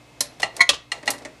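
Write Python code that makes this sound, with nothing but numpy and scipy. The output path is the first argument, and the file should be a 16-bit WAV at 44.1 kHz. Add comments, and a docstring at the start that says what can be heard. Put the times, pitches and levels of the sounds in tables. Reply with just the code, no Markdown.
"""In a small furnished room, an automatic record changer works in an open wooden cabinet.
Its motor hums and rumbles, and a turning cam rubs. Small steel catches tick, a lever knocks
three times, the arm linkage clanks and a spring snaps home. Then a record drops with a dull thump.
Each blow is a short burst of noise, and the main ones also set a part ringing with its own tones."""
import sys
import numpy as np
from scipy import signal
from scipy.fft import irfft, next_fast_len
from scipy.io import wavfile

SR = 44100
rng = np.random.default_rng(int(sys.argv[2]) if len(sys.argv) > 2 else 0)


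def file_out(sig):
    """Save sig as 16-bit WAV at sys.argv[1]."""
    # one column per channel
    cols = np.atleast_2d(sig).T
    # limit, then scale
    lim = np.clip(cols, -1, 1)
    pcm = np.round(lim * 32767).astype(np.int16)
    wavfile.write(sys.argv[1], SR, pcm)


N = 61739
TIME = np.arange(N) / SR

# The motor's steady tones. Each row: pitch in Hz, level in dB.
MOTOR_TONES = [(61, -64.5), (119.5, -60), (241, -69), (297, -63.5), (2116, -66.5), (2579, -65.5)]

# How the background noises rise and fall. Each row: time in seconds, relative level in dB.
RUMBLE_LEVELS = [(0, -54), (.7, -52.5), (.87, -57.5), (1.0, -54), (1.39, -53)]
CAM_LEVELS = [(0, -11), (.22, -6.5), (.33, -2), (.39, -11), (.5, -17), (.58, 9.5), (.66, -3), (.91, -49),
              (.95, 5), (.985, 4.5), (1.01, -4), (1.2, -3.5), (1.39, -8)]

# When each part is struck.
# Each row: start in seconds, relative level in dB, added brightness in dB per octave.
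PAWL_BLOWS = [(.2062, -14, 0.5)]  # the pawl is the latch that trips the cycle
CATCH_BLOWS = [(.398, -36.5, -6), (0.4017, -39.5, -5.5), (.419, -31.5, -3.5), (.565, -30, -2.5),
               (1.057, -38.5, -4.5), (1.068, -37.5, -6), (1.1032, -18, 3.4), (1.181, -45, -4),
               (1.22, -53, -9)]
LEVER_BLOWS = [(.4297, -16, -0.4), (.9175, -21.5, 1.5), (1.0765, -16, 0.4)]
LINKAGE_BLOWS = [(.593, -39.5, -9.5), (.6052, -13.5, 0.5), (.662, -47.5, -3)]
SPRING_BLOWS = [(.691, -10.5, 0.5), (.699, -29, -4), (.732, -37.5, -6), (.741, -40, 2)]  # one snap, then its rebounds
RECORD_BLOWS = [(1.028, -37, -0.5), (1.086, -30, 0.5), (1.135, -37.5, 0), (1.205, -49, -3.5),
                (1.2495, -34, 3)]  # the record slips, lands and settles

# The tones a struck part rings with. A fade time is how long a sound takes to drop by 60 dB.
# Each row: pitch in Hz, relative level in dB, fade time in seconds.
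PAWL_TONES = [(270, -20.5, 0.13), (584.4, -15.5, 0.09), (1041, -21, 0.11), (1383, -28, 0.15),
              (1800, -15, 0.066), (4134, -5, 0.045), (5320, -6, 0.039), (6020, -7, 0.059),
              (11030, -5, 0.051), (11240, -20.5, .16)]  # the pawl and its fine spring
LEVER_TONES = [(664.5, -15.5, 0.2), (811, -14.5, 0.19), (1188, -18, 0.21), (1330, -16.5, 0.2),
               (1859, 0.5, 0.04), (1962, 4, 0.057), (2260, -20.5, 0.069), (2736, -5.5, 0.062),
               (2835, -0.5, 0.053), (3760, -11.5, 0.057), (4228, -0.5, 0.052), (5275, -13, .065),
               (5910, -15.5, 0.038)]
LINKAGE_TONES = [(697, -10.5, 0.22), (947, -6.5, 0.082), (1075, -0.5, 0.096), (1423, -12.5, 0.16),
                 (1986, 6, 0.12), (2052, 0, 0.14), (1960, 5.5, 0.11), (2184, 10, 0.081), (2260, 4, 0.081),
                 (3228, -9, 0.082), (4100, -13, .09), (4170, 5, 0.062), (5550, -8, .06), (6900, -7, 0.023),
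                 (6600, -10.5, .09), (9540, -21, 0.069)]
SPRING_TONES = [(279.5, -21, 0.16), (566.7, -12, 0.11), (1085, -16.5, 0.12), (1162, -15, .2),
                (1898, -3.5, 0.04), (2670, -8, 0.11), (2830, -14.5, 0.15), (3020, -19, 0.15),
                (3350, 2.5, 0.039), (3884, -17, .14), (4250, -10.5, 0.1), (4747, -16, 0.11)]
RECORD_TONES = [(251, -13, 0.36), (286.3, -6, 0.26), (578, -0.5, 0.096), (624, -5, 0.17), (1836, -10, 0.12),
                (1990, -10, .1)]  # the record and the platter it lands on

# The colour of each noise. For a struck part, noise stands for tones too crowded to tell apart.
# Each row: frequency in Hz, relative level in dB.
RUMBLE_NOISE = [(25, -16), (60, -7), (85, -18.5), (135, 1.5), (190, -8.5), (290, -13), (450, -10),
                (650, -10), (1000, -11.5), (1600, -18), (2200, -15.5), (4000, -19), (8000, -26),
                (12000, -34), (15500, -47)]
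CAM_NOISE = [(60, -35.5), (280, -1), (450, 1.5), (650, 3.5), (1000, -8.5), (1550, -11), (2000, -9.5),
             (3000, -15.5), (4500, -15.5), (8000, -21), (15000, -45)]
CATCH_NOISE = [(40, -21), (130, -13), (350, -22.5), (600, -7), (1300, -15), (2000, -5.5), (2800, -7.5),
               (4300, 1), (6200, -0.5), (9000, 0.5), (11000, -4.5), (12500, -7.5), (15500, -34)]
LEVER_NOISE = [(40, -35), (140, -16.5), (400, -9.5), (800, 1.5), (1100, -5), (1550, -16.5), (1900, 1),
               (2800, -6.5), (3300, -7), (5500, -13), (6500, -11.5), (9000, -14), (11000, -29),
               (15500, -47)]
LINKAGE_NOISE = [(25, -26), (60, -26), (130, -27), (250, -20.5), (600, -19), (1100, -4), (1550, -10.5),
                 (2100, 11), (2800, -12), (4200, 0.5), (5500, -14), (6500, -1.5), (7800, -16), (9400, -9),
                 (11500, -32.5), (15500, -34)]
SPRING_NOISE = [(40, -22), (140, -27.5), (550, -9.5), (850, -10.5), (1150, -6), (1550, -9.5), (2000, -10),
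                (3300, 1), (4500, -4), (6000, -6), (8000, -11), (10000, -15), (12000, -26.5), (15500, -42)]
RECORD_NOISE = [(30, -13), (140, -21), (200, -6.5), (280, -4), (420, -3.5), (600, -9.5), (900, -7.5),
                (1500, -12), (2000, -6.5), (2800, -19), (4200, -20.5), (9000, -25), (15000, -69)]

# A low boom from the changer's frame.
# One row: start in seconds, pitch in Hz, level in dB, fade time in seconds.
FRAME_BOOM = (0.7, 63, -38, 0.2)

BAND_EDGES = np.geomspace(25, 17000, 36)  # in Hz, about a quarter of an octave apart
BAND_HZ = np.sqrt(BAND_EDGES[1:] * BAND_EDGES[:-1])
RING_SAMPLES = SR // 2
BASS_FLOOR_HZ = 470  # below this pitch, a burst's brightness tilt and fade time stop changing
ROOM_FADE_S, ROOM_RISE_S, ROOM_CUT_HZ = 0.3, 0.007, 5300
TREBLE_STOP_HZ = 16300


def from_db(db):
    """Turns decibels into a number to multiply a sound by."""
    return 10 ** (np.asarray(db) / 20)


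def fading(t, fade_s):
    """A level that starts at one and drops by 60 dB every fade_s seconds."""
    return np.exp(-np.log(1000) * t / fade_s)


def rising(t, rise_s):
    """A level that climbs smoothly from zero to one."""
    return np.sin(np.pi / 2 * np.clip(t / rise_s, 0, 1))


def noise_bands(colour):
    """Noise of the given colour, split into bands whose sum has an average (rms) level of one."""
    hz, db = np.transpose(colour)
    size = next_fast_len(N, True)
    freqs = np.fft.rfftfreq(size, 1 / SR)
    gains = from_db(np.interp(np.log(freqs + 1), np.log(hz), db))
    spectrum = gains * np.exp(2j * np.pi * rng.random(len(freqs)))  # random phases make it noise
    bands = np.array([irfft(spectrum * (freqs >= low) * (freqs < high), size)[:N]
                      for low, high in zip(BAND_EDGES, BAND_EDGES[1:])])
    return bands / bands.sum(0).std()


def bursts(blows, colour, level_db, rise_s, hold_s, crack_s, tail_db, tail_s, damping, absorb_hz=SR):
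    """Each blow is a short crack and a weaker tail from the cabinet; both fade sooner in the treble."""
    bands, out = noise_bands(colour), np.zeros(N)
    centre_hz = np.exp(np.average(np.log(BAND_HZ), weights=bands.var(1)))
    t = TIME[:RING_SAMPLES]
    after_hold = np.maximum(t - hold_s, 0)
    for band, hz in zip(bands, BAND_HZ):
        floored_hz = max(hz, BASS_FLOOR_HZ)
        stretch = (floored_hz / 2000) ** -damping  # scales the fade times crack_s and tail_s
        crack = fading(after_hold, crack_s * stretch)
        tail = from_db(tail_db) * fading(after_hold, tail_s * stretch / np.hypot(1, hz / absorb_hz))
        shape = rising(t, rise_s + 2 / hz) * np.hypot(crack, tail)
        for start_s, db, brightness in blows:
            start = int(start_s * SR)
            noise = band[start:start + RING_SAMPLES]
            gain = from_db(db + level_db + brightness * np.log2(floored_hz / centre_hz))
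            out[start:start + len(noise)] += gain * shape[:len(noise)] * noise
    return out


def ringing(blows, tones, rise_s):
    """Every blow sets the part's tones ringing, in a slightly different mix each time."""
    out, t = np.zeros(N + RING_SAMPLES), TIME[:RING_SAMPLES]
    hz, tone_db, fade_s = np.transpose(tones)
    rings = np.sin(2 * np.pi * hz[:, None] * t) * fading(t, fade_s[:, None]) * rising(t, rise_s)
    signs = (-1) ** np.arange(len(hz))  # every other tone starts by swinging the opposite way
    for start_s, db, brightness in blows:
        start = int(start_s * SR)
        tilt_db = brightness * np.log2(hz / np.median(hz))
        gains = from_db(db + tone_db + tilt_db + rng.normal(0, 0.37, len(hz)))
        out[start:start + RING_SAMPLES] += (signs * gains) @ rings
    return out[:N]


def in_room(sound, echo_db):
    """Adds the duller, blurred echoes from the lid and the room."""
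    echo = (rng.standard_normal(N) * fading(TIME, ROOM_FADE_S) * rising(TIME, ROOM_RISE_S))[:RING_SAMPLES]
    dull_echo = signal.lfilter(*signal.butter(1, ROOM_CUT_HZ, fs=SR), echo / np.linalg.norm(echo))
    return sound + from_db(echo_db) * signal.fftconvolve(sound, dull_echo)[:N]


def motor():
    """The motor hums and faintly whines, the drive rumbles, and the cam (a shaped wheel) rubs."""
    hum = sum(from_db(db) * np.sqrt(2) * np.sin(2 * np.pi * (hz * TIME + rng.random()))
              for hz, db in MOTOR_TONES)
    rub_db = np.interp(TIME, *np.transpose(CAM_LEVELS)) - 49
    rub = from_db(rub_db) * noise_bands(CAM_NOISE).sum(0)
    rumble_db = np.interp(TIME, *np.transpose(RUMBLE_LEVELS))
    rumble = from_db(rumble_db) * noise_bands(RUMBLE_NOISE).sum(0)
    return hum + rub + rumble


def frame():
    """The frame gives a brief low boom at 0.7 s."""
    start_s, hz, db, fade_s = FRAME_BOOM
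    t = np.maximum(TIME - start_s, 0)
    return from_db(db) * np.sin(2 * np.pi * hz * t) * fading(t, fade_s) * rising(t, rise_s=0.035)


def falling_record():
    """The record thumps dully onto the platter."""
    ring = in_room(ringing(RECORD_BLOWS, RECORD_TONES, rise_s=0.008), echo_db=-10)
    thumps = bursts(RECORD_BLOWS, RECORD_NOISE, level_db=-1.45, rise_s=0.00052, hold_s=0.0064,
                    crack_s=0.058, tail_db=-12, tail_s=0.3, damping=0.39)
    return ring + thumps


def catches():
    """Small steel parts make thin, bright ticks; the pawl also rings."""
    ring = in_room(ringing(PAWL_BLOWS, PAWL_TONES, rise_s=0.0011), echo_db=-10)
    pawl = bursts(PAWL_BLOWS, CATCH_NOISE, level_db=0.44, rise_s=0.0037, hold_s=0.0019,
                  crack_s=0.064, tail_db=-14, tail_s=0.3, damping=0.46)
    ticks = bursts(CATCH_BLOWS, CATCH_NOISE, level_db=-1.1, rise_s=0.0012, hold_s=0.003,
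                   crack_s=0.058, tail_db=-13.5, tail_s=0.28, damping=0.33)
    return ring + pawl + ticks


def lever():
    """The cam's lever strikes three times, each a hollow knock."""
    ring = in_room(ringing(LEVER_BLOWS, LEVER_TONES, rise_s=0.0018), echo_db=-13)
    knocks = bursts(LEVER_BLOWS, LEVER_NOISE, level_db=-5, rise_s=0.00036, hold_s=0.0043,
                    crack_s=0.071, tail_db=-8, tail_s=0.23, damping=0.32)
    return ring + knocks


def spring():
    """The return spring snaps home and rings; its rebounds are only quiet bursts of noise."""
    ring = in_room(ringing(SPRING_BLOWS[:1], SPRING_TONES, rise_s=0.0024), echo_db=-15)
    snaps = bursts(SPRING_BLOWS, SPRING_NOISE, level_db=0.5, rise_s=0.0002, hold_s=0.0042,
                   crack_s=0.056, tail_db=-18.5, tail_s=0.32, damping=0.099, absorb_hz=8200)
    return ring + snaps


def linkage():
    """The links that move the arm clank loudly; tones close in pitch make the ring flutter."""
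    ring = in_room(ringing(LINKAGE_BLOWS, LINKAGE_TONES, rise_s=0.0056), echo_db=-21)
    clank = bursts(LINKAGE_BLOWS, LINKAGE_NOISE, level_db=-0.5, rise_s=0.015, hold_s=0.011,
                   crack_s=0.068, tail_db=-14, tail_s=0.21, damping=0.33)
    return ring + clank


def scene():
    """Adds all the parts of the changer into one channel."""
    return (motor() + catches() + lever() + linkage() + spring() + frame() + falling_record())[None]


def record(dry):
    """Clips any peak above full level, then cuts the very highest treble."""
    treble_cut = signal.cheby2(14, 60, TREBLE_STOP_HZ, fs=SR, output="sos")
    return signal.sosfilt(treble_cut, np.clip(dry, -1, 1))


dry = scene()
out = record(dry)
file_out(out)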